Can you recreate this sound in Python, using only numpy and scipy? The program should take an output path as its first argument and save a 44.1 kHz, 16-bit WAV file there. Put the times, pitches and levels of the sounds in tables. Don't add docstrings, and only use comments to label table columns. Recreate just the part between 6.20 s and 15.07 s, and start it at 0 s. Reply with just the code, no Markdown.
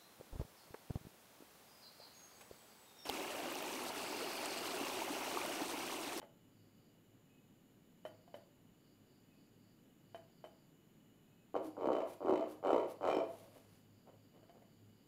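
import sys
import numpy as np
from scipy import signal
from scipy.fft import rfft, irfft
from scipy.io import wavfile
from scipy.ndimage import uniform_filter1d

SR = 44100
rng = np.random.default_rng(int(sys.argv[2]) if len(sys.argv) > 2 else 0)


def wav_record(signal):
    frames = np.transpose(np.atleast_2d(signal))
    bounded = np.clip(frames, -1, 1)
    quanta = np.round(bounded * 32767).astype(np.int16)
    wavfile.write(sys.argv[1], SR, quanta)


N = 391166
TIME = np.arange(N) / SR

# start in seconds, relative level in dB, treble relative to
# that level in dB, pitch of the snap in Hz, drop to each further catch in dB (a negative drop is a rise).
FINGER_TAPS = [(0.017, -52.5, -8.5, 858, 4), (0.029, -49, -17, 580, 8), (1.852, -38.5, -14.5, 621, 7.5),
               (2.078, -57, -15, 693, 16), (2.142, -42, -12.5, 583, 8), (3.946, -43, -14, 667, 4.5),
               (4.241, -44, -16, 621, 4), (7.360, -59, -26, 614, 7), (7.874, -62, -23, 564, -2),
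               (8.146, -66, -12, 530, 0.5), (8.230, -61, -13, 627, 3), (8.295, -54.5, -13.5, 686, 6),
               (8.421, -61.5, -12, 693, 4)]

LEVEL_SCATTER_DB, PITCH_SCATTER_OCTAVES = 4, 0.26


def undb(db):
    return 10 ** (np.asarray(db) / 20)


def level(x, db):
    return x * undb(db) / np.sqrt(np.mean(x ** 2))


def along(points, hz):
    f, value = np.transpose(points)
    return np.interp(np.log(np.maximum(hz, 1)), np.log(f), value)


def convolve(x, response):
    return signal.fftconvolve(x, response)[:N]


def lowpass(x, hz, order=2):
    return signal.sosfilt(signal.butter(order, hz, fs=SR, output="sos"), x)


def noise(points):
    size = 2 ** 19
    colour = undb(along(points, np.fft.rfftfreq(size, 1 / SR)))
    white = rfft(rng.standard_normal(size))
    return level(irfft(white * colour)[:N], 0)


def band(hz, width, size):
    sos = signal.butter(2, [hz - width / 2, hz + width / 2], "band", fs=SR, output="sos")
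    return level(signal.sosfilt(sos, rng.standard_normal(size)), 0)


def pulse(points, size=2048):
    cepstrum = irfft(np.log(undb(along(points, np.fft.rfftfreq(size, 1 / SR)))))
    cepstrum[1:size // 2] *= 2
    cepstrum[size // 2 + 1:] = 0
    shape = irfft(np.exp(rfft(cepstrum)))
    return shape / np.abs(shape).max()


def kicks(times, sizes):
    return np.bincount(np.clip(times * SR, 0, N - 1).astype(int), sizes, N)


def fading(x, t60):
    decay = np.exp(-np.log(1000) / (t60 * SR))
    return signal.lfilter([1], [1, -decay], x + 1e-18)


def swell(t, length):
    return np.exp(-2 * (t / length) ** 2)


def background(air_db=-67, hum_hz=105):
    # frequency in Hz, relative level in dB.
    air_colour = [(20, -14), (40, -12.5), (62, -9.5), (85, -20), (110, -4), (160, 0.5), (270, -1),
                  (480, -11.5), (1000, -21.5), (2700, -26), (4000, -28.5), (5800, -36), (8500, -36.5),
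                  (13000, -30.5)]
    # time in seconds, level in dB.
    hum_levels = [(0, -76.5), (4, -78), (6.5, -73.5), (7.1, -69), (8.85, -71.5)]
    rush = undb(air_db) * noise(air_colour)
    hum = undb(np.interp(TIME, *np.transpose(hum_levels))) * band(hum_hz, 4.55, N)
    return rush + hum


def insects():
    # frequency in Hz, bandwidth in Hz, level in dB.
    trill_bands = [(2942, 120, -87), (7004, 550, -86.5), (11360, 700, -92)]
    # first chirp in seconds, last chirp in seconds, level in dB.
    chirp_bouts = [(0.417, 0.644, -84), (1.963, 2.185, -83), (2.69, 3.484, -83), (3.944, 4.394, -83.5),
                   (5.525, 8.8, -83.5)]
    chirp_gap_s, chirp_s, chirp_hz, chirp_width_hz = .25, .15, 4680, 540
    note_first_s, note_gap_s, note_s = 1.175, 1.985, 0.2
    note_hz, note_width_hz, note_db = 2548, 29, -85

    trills = sum(undb(db) * band(hz, width, N) for hz, width, db in trill_bands)
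    chirps = np.zeros(N)
    for first, last, db in chirp_bouts:
        for s in np.linspace(first, last, round((last - first) / chirp_gap_s) + 1):
            chirps += undb(db) * swell(TIME - s, chirp_s)
    notes = sum(undb(note_db) * swell(TIME - note_first_s - k * note_gap_s, note_s) for k in range(3))
    chirping = chirps * band(chirp_hz, chirp_width_hz, N)
    return trills + chirping + notes * band(note_hz, note_width_hz, N)


def room(x, wet_db=-9.5, gap_s=0.003, build_s=0.032):
    # frequency in Hz, time to fall by 60 dB in seconds.
    room_decay = [(150, .35), (400, .4), (800, .48), (1600, .38), (3700, .33), (12000, .22)]
    t = np.arange(SR) / SR
    hz, white, tail = np.fft.rfftfreq(SR, 1 / SR), rfft(rng.standard_normal(SR)), 0
    for centre in 125 * 2 ** np.arange(8):
        share = np.clip(1 - np.abs(np.log2(np.maximum(hz, 1) / centre)), 0, 1)
        decay = np.exp(-np.log(1000) * t / along(room_decay, centre))
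        tail = tail + irfft(white * share, SR) * decay
    tail = tail * np.clip((t - gap_s) / build_s, 0, 1)
    return x + undb(wet_db) * convolve(x, tail / np.sqrt(np.sum(tail ** 2)))


def sliding(grain_db=2.0):
    # middle in seconds, length in seconds, level in dB.
    slide_strokes = [(5.461, 0.043, -63.5), (5.913, 0.055, -62), (6.314, 0.042, -63.5),
                     (6.707, 0.037, -61.5), (7.176, 0.16, -67.5), (7.37, 0.11, -71.5), (7.53, 0.13, -74.5)]
    # frequency in Hz, relative level in dB.
    hiss_colour = [(1000, 6), (3000, 4), (5000, 0.5), (8000, -1.5), (11000, 3.5), (15500, -3.5)]
    brush_lag_s, brush_s, brush_db = .02, 0.028, -30.5
    brushes = [(s + brush_lag_s, brush_s, db + brush_db) for s, db, *_ in FINGER_TAPS]
    power = sum((undb(db) * swell(TIME - s, length)) ** 2
                for s, length, db in [*slide_strokes, *brushes])
    grain = level(uniform_filter1d(rng.standard_normal(N), size=120), 0)
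    return np.sqrt(power) * noise(hiss_colour) * undb(grain_db * grain)


def balloon(events, push_db, return_db, return_s, crack_db, crack_t60, body_db, skin_db, ring, focus_db,
            opposed=True):
    # frequency in Hz, relative level in dB,
    # time to fall by 60 dB in seconds (for the air modes, before ring scales it).
    body_modes = [(256, -14, .2), (307, -3, .27), (384, 3, .19), (422, -8, .14), (513, -5, .18),
                  (549, -2, .16), (598, -9, .11), (667, -3.5, .29), (755, -11, .22), (831, -9, .22),
                  (883, -9, .22), (968, -9, .17), (1034, -8, .17), (1140, -9, .12), (1240, -9, .1),
                  (1322, -11, .15), (1437, -19, .15), (2060, -12, .05), (2270, -9, .04), (2463, -10, .05),
                  (3030, 1.5, .08), (3780, -14, .06), (4180, -17, .04), (5430, -20, .06), (6670, -24, .05),
                  (7330, -24, .05)]
    # frequency in Hz, relative level in dB.
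    push_colour = [(40, -32), (120, -29), (200, -11), (350, 1.5), (600, 8), (800, -1), (1250, -5.5),
                   (1700, -24), (3000, -26.5)]
    # frequency in Hz, relative level in dB.
    crack_colour = [(600, -2), (1650, 2.5), (2300, 6), (3300, -7), (4000, -4), (5500, -14), (7500, -12.5),
                    (9000, -20), (15000, -25)]
    push_hz, skin_hz = 585, 1800

    times, db, treble_db, pitch = np.transpose(events)
    low, high = undb(db), undb(db + treble_db)
    shape, n, snaps = pulse(push_colour), np.arange(2048), np.zeros(N + SR)
    for s, size, hz, chance in zip(times, low, pitch, rng.random((len(times), 2))):
        speed = hz / push_hz
        return_lag = return_s * (.5 + chance[0])
        return_speed = speed / (1 + chance[1] / 2)
        for lag, gain, rate in (0, 1, speed), (return_lag, undb(return_db), return_speed):
            first = int((s + lag) * SR)
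            snaps[first:first + len(n)] += size * gain * np.interp(n * rate, n, shape, right=0)
    out = undb(push_db) * lowpass(snaps[:N], 1450, order=5)
    out += undb(crack_db) * fading(kicks(times, high), crack_t60) * noise(crack_colour)

    for k, (hz, mode_db, t60) in enumerate(body_modes):
        if hz < skin_hz:
            sizes = low * undb(body_db - focus_db * np.abs(np.log2(hz / pitch)))
            mode_t60 = ring * t60
        else:
            sizes = high * undb(skin_db)
            mode_t60 = t60
        drive = lowpass(kicks(times, sizes) + 1e-18, 2 * hz)
        radius, turn = np.exp(-np.log(1000) / (mode_t60 * SR)), 2 * np.pi * hz / SR
        numerator = [0, radius * np.sin(turn)]
        denominator = [1, -2 * radius * np.cos(turn), radius ** 2]
        sense = (-1) ** k if opposed else 1
        out += sense * undb(mode_db) * signal.lfilter(numerator, denominator, drive)
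    return out


def catches(count=4):
    catch_gap_s = .0095
    rows = []
    for s, db, treble_db, hz, drop_db in FINGER_TAPS:
        for k, late in enumerate(rng.uniform(-.2, 0.22, count)):
            rows.append((s + catch_gap_s * k * (1 + late), db - k * drop_db, treble_db, hz))
    return np.array(rows)


def knocks(knock_db=-4.0, knock_s=0.023):
    out, t = np.zeros(N), TIME[:SR // 5]
    for s, db, _, hz, _ in FINGER_TAPS:
        first = int(s * SR)
        bounce = np.exp(-(t / knock_s) ** 2) * np.sin(2 * np.pi * hz * t)
        out[first:first + len(t)] += undb(db + knock_db) * bounce
    return out


def fingertips(low_hz=450, slap_db=2, slap_t60=0.029, slap_hz=1400, slap_width_hz=1200):
    events = catches()
    plucks = balloon(events, push_db=-8, return_db=-22, return_s=.0028, crack_db=-25, crack_t60=0.032,
                     body_db=-4, skin_db=-2.5, ring=0.46, focus_db=16, opposed=False)
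    times, db, treble_db, _ = events.T
    slap_envelope = fading(kicks(times, undb(db + treble_db)), slap_t60)
    slap = undb(slap_db) * slap_envelope * band(slap_hz, slap_width_hz, N)
    highpass = signal.butter(2, low_hz, "high", fs=SR, output="sos")
    return signal.sosfilt(highpass, plucks + knocks()) + slap


def slips(count=26):
    # start in seconds, rise in seconds, hold in seconds, release in dB per second,
    # relative level in dB, treble relative to that level in dB, pitch of the snap at the end of the rise in Hz.
    palm_strokes = [(5.343, 0, 0.021, 396, -32.5, -27, 614), (5.568, 0.13, 0.063, 155, -28.5, -26, 534),
                    (6.006, .11, 0.036, 146, -29, -24.5, 525), (6.428, 0.037, 0.1, 187, -27, -27, 635),
                    (6.81, 0.064, .09, 232, -27.5, -22.5, 638)]
    touch_db, first_gap_s, full_gap_s, settle_s = -14.5, .0102, .0162, .115
    sag_octaves_per_s, scratch_db_per_s = 1.4, 59.5
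    gap_scatter, treble_scatter_db = .25, 4.5

    rows = []
    for start, rise, hold, release, db, treble_db, hz in palm_strokes:
        age = 0
        for late, strong, bright, tight in rng.uniform(-1, 1, (count, 4)):
            grip_db = touch_db * (1 - age / rise) ** 2 if age < rise else 0
            grip_db -= release * max(age - rise - hold, 0)
            spread = np.clip(age - rise, -rise, hold)
            slip_db = db + grip_db + LEVEL_SCATTER_DB * strong
            slip_treble_db = (treble_db + scratch_db_per_s * spread
                              + treble_scatter_db * bright - LEVEL_SCATTER_DB * strong)
            slip_hz = hz * 2 ** (PITCH_SCATTER_OCTAVES * tight - sag_octaves_per_s * spread)
            rows.append((start + age, slip_db, slip_treble_db, slip_hz))
            settled = min(age / settle_s, 1) ** 2
            gap = first_gap_s + (full_gap_s - first_gap_s) * settled
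            age += gap * (1 + gap_scatter * settled * late)
    return np.reshape(rows, (len(palm_strokes), count, -1))


def grains(count=16):
    # middle in seconds, half-length in seconds, relative level of a middle grain in dB.
    light_rubs = [(7.21, .2, -55.5), (7.365, .015, -62.5), (7.42, .25, -66), (7.879, .03, -60.5),
                  (7.933, .04, -70), (8.171, .06, -63), (8.361, .04, -63)]
    rub_treble_db, rub_hz = -23, 570
    rows = []
    for s, half_length, db in light_rubs:
        for k, (late, strong, tight) in enumerate(rng.uniform(-1, 1, (count, 3))):
            place = (2 * k + late) / count - 1
            grain_db = db + 20 * np.log10(swell(place, 0.91)) + LEVEL_SCATTER_DB * strong
            grain_hz = rub_hz * 2 ** (PITCH_SCATTER_OCTAVES * tight)
            rows.append((s + place * half_length, grain_db, rub_treble_db, grain_hz))
    return np.array(rows)


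def whistles(events):
    # frequency in Hz, length in seconds, level in dB,
    # the last before scatter and tautness.
    whistle_tones = [(2376, 0.0049, -45), (3055, .013, -56), (5420, .011, -60.5)]
    taut_at_s, taut_s = 6.935, 0.071
    scatter_db, detune_share, glide_hz_per_s = 4.5, 0.027, -3000
    rows = []
    for hz, length, db in whistle_tones:
        for s, (detune, strong) in zip(events[:, 0], rng.uniform(-0.95, 1, (len(events), 2))):
            taut_db = 20 * np.log10(swell(s - taut_at_s, taut_s) + 1e-9)
            rows.append((s + length / 2, length, hz * (1 + detune_share * detune), glide_hz_per_s,
                         db + scatter_db * strong + taut_db))
    return rows


def squeals(events):
    out = np.zeros(N)
    for s, length, hz, glide, db in events:
        first = int(s * SR) - SR // 4
        t = TIME[first:first + SR // 2] - s
        smoothed = uniform_filter1d(rng.standard_normal(len(t)), size=300)
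        flutter = level(uniform_filter1d(smoothed, size=300), 0)
        phase = 2 * np.pi * (hz * t + glide * t ** 2 / 2) + 0.21 * flutter
        out[first:first + len(t)] += undb(db + 2 * flutter) * swell(t, length) * np.sin(phase)
    return out


def palms():
    # middle in seconds, length in seconds,
    # frequency at the middle in Hz, glide in Hz per second, level in dB before flutter.
    squeal_tones = [(5.47, 0.072, 316, -58, -45.5), (5.72, 0.038, 340, -500, -60),
                    (5.83, 0.058, 663, -100, -43), (6.11, 0.05, 378, -300, -33),
                    (6.225, 0.042, 665, 4, -38), (6.585, 0.038, 650, -300, -53),
                    (6.93, 0.055, 382, -400, -40), (7.015, 0.032, 661.5, -200, -35.5),
                    (7.1, 0.036, 673, 0, -44.5)]
    strokes = slips()
    creak = balloon(np.vstack([*strokes, grains()]), push_db=6.0, return_db=-6.5, return_s=0.002324,
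                    crack_db=-1.0, crack_t60=0.046, body_db=-12, skin_db=-6.5, ring=0.87, focus_db=8.0)
    return creak + squeals([*squeal_tones, *whistles(strokes[-1])])


def scene():
    hands = room(palms() + sliding())
    taps = room(fingertips(), wet_db=-11.5, gap_s=0.0045, build_s=0.015)
    return (hands + taps + insects() + background())[None]


def record(dry):
    top_hz = 15550
    return signal.sosfilt(signal.ellip(10, .2, 70, top_hz, fs=SR, output="sos"), dry)


dry = scene()
out = record(dry)
wav_record(out)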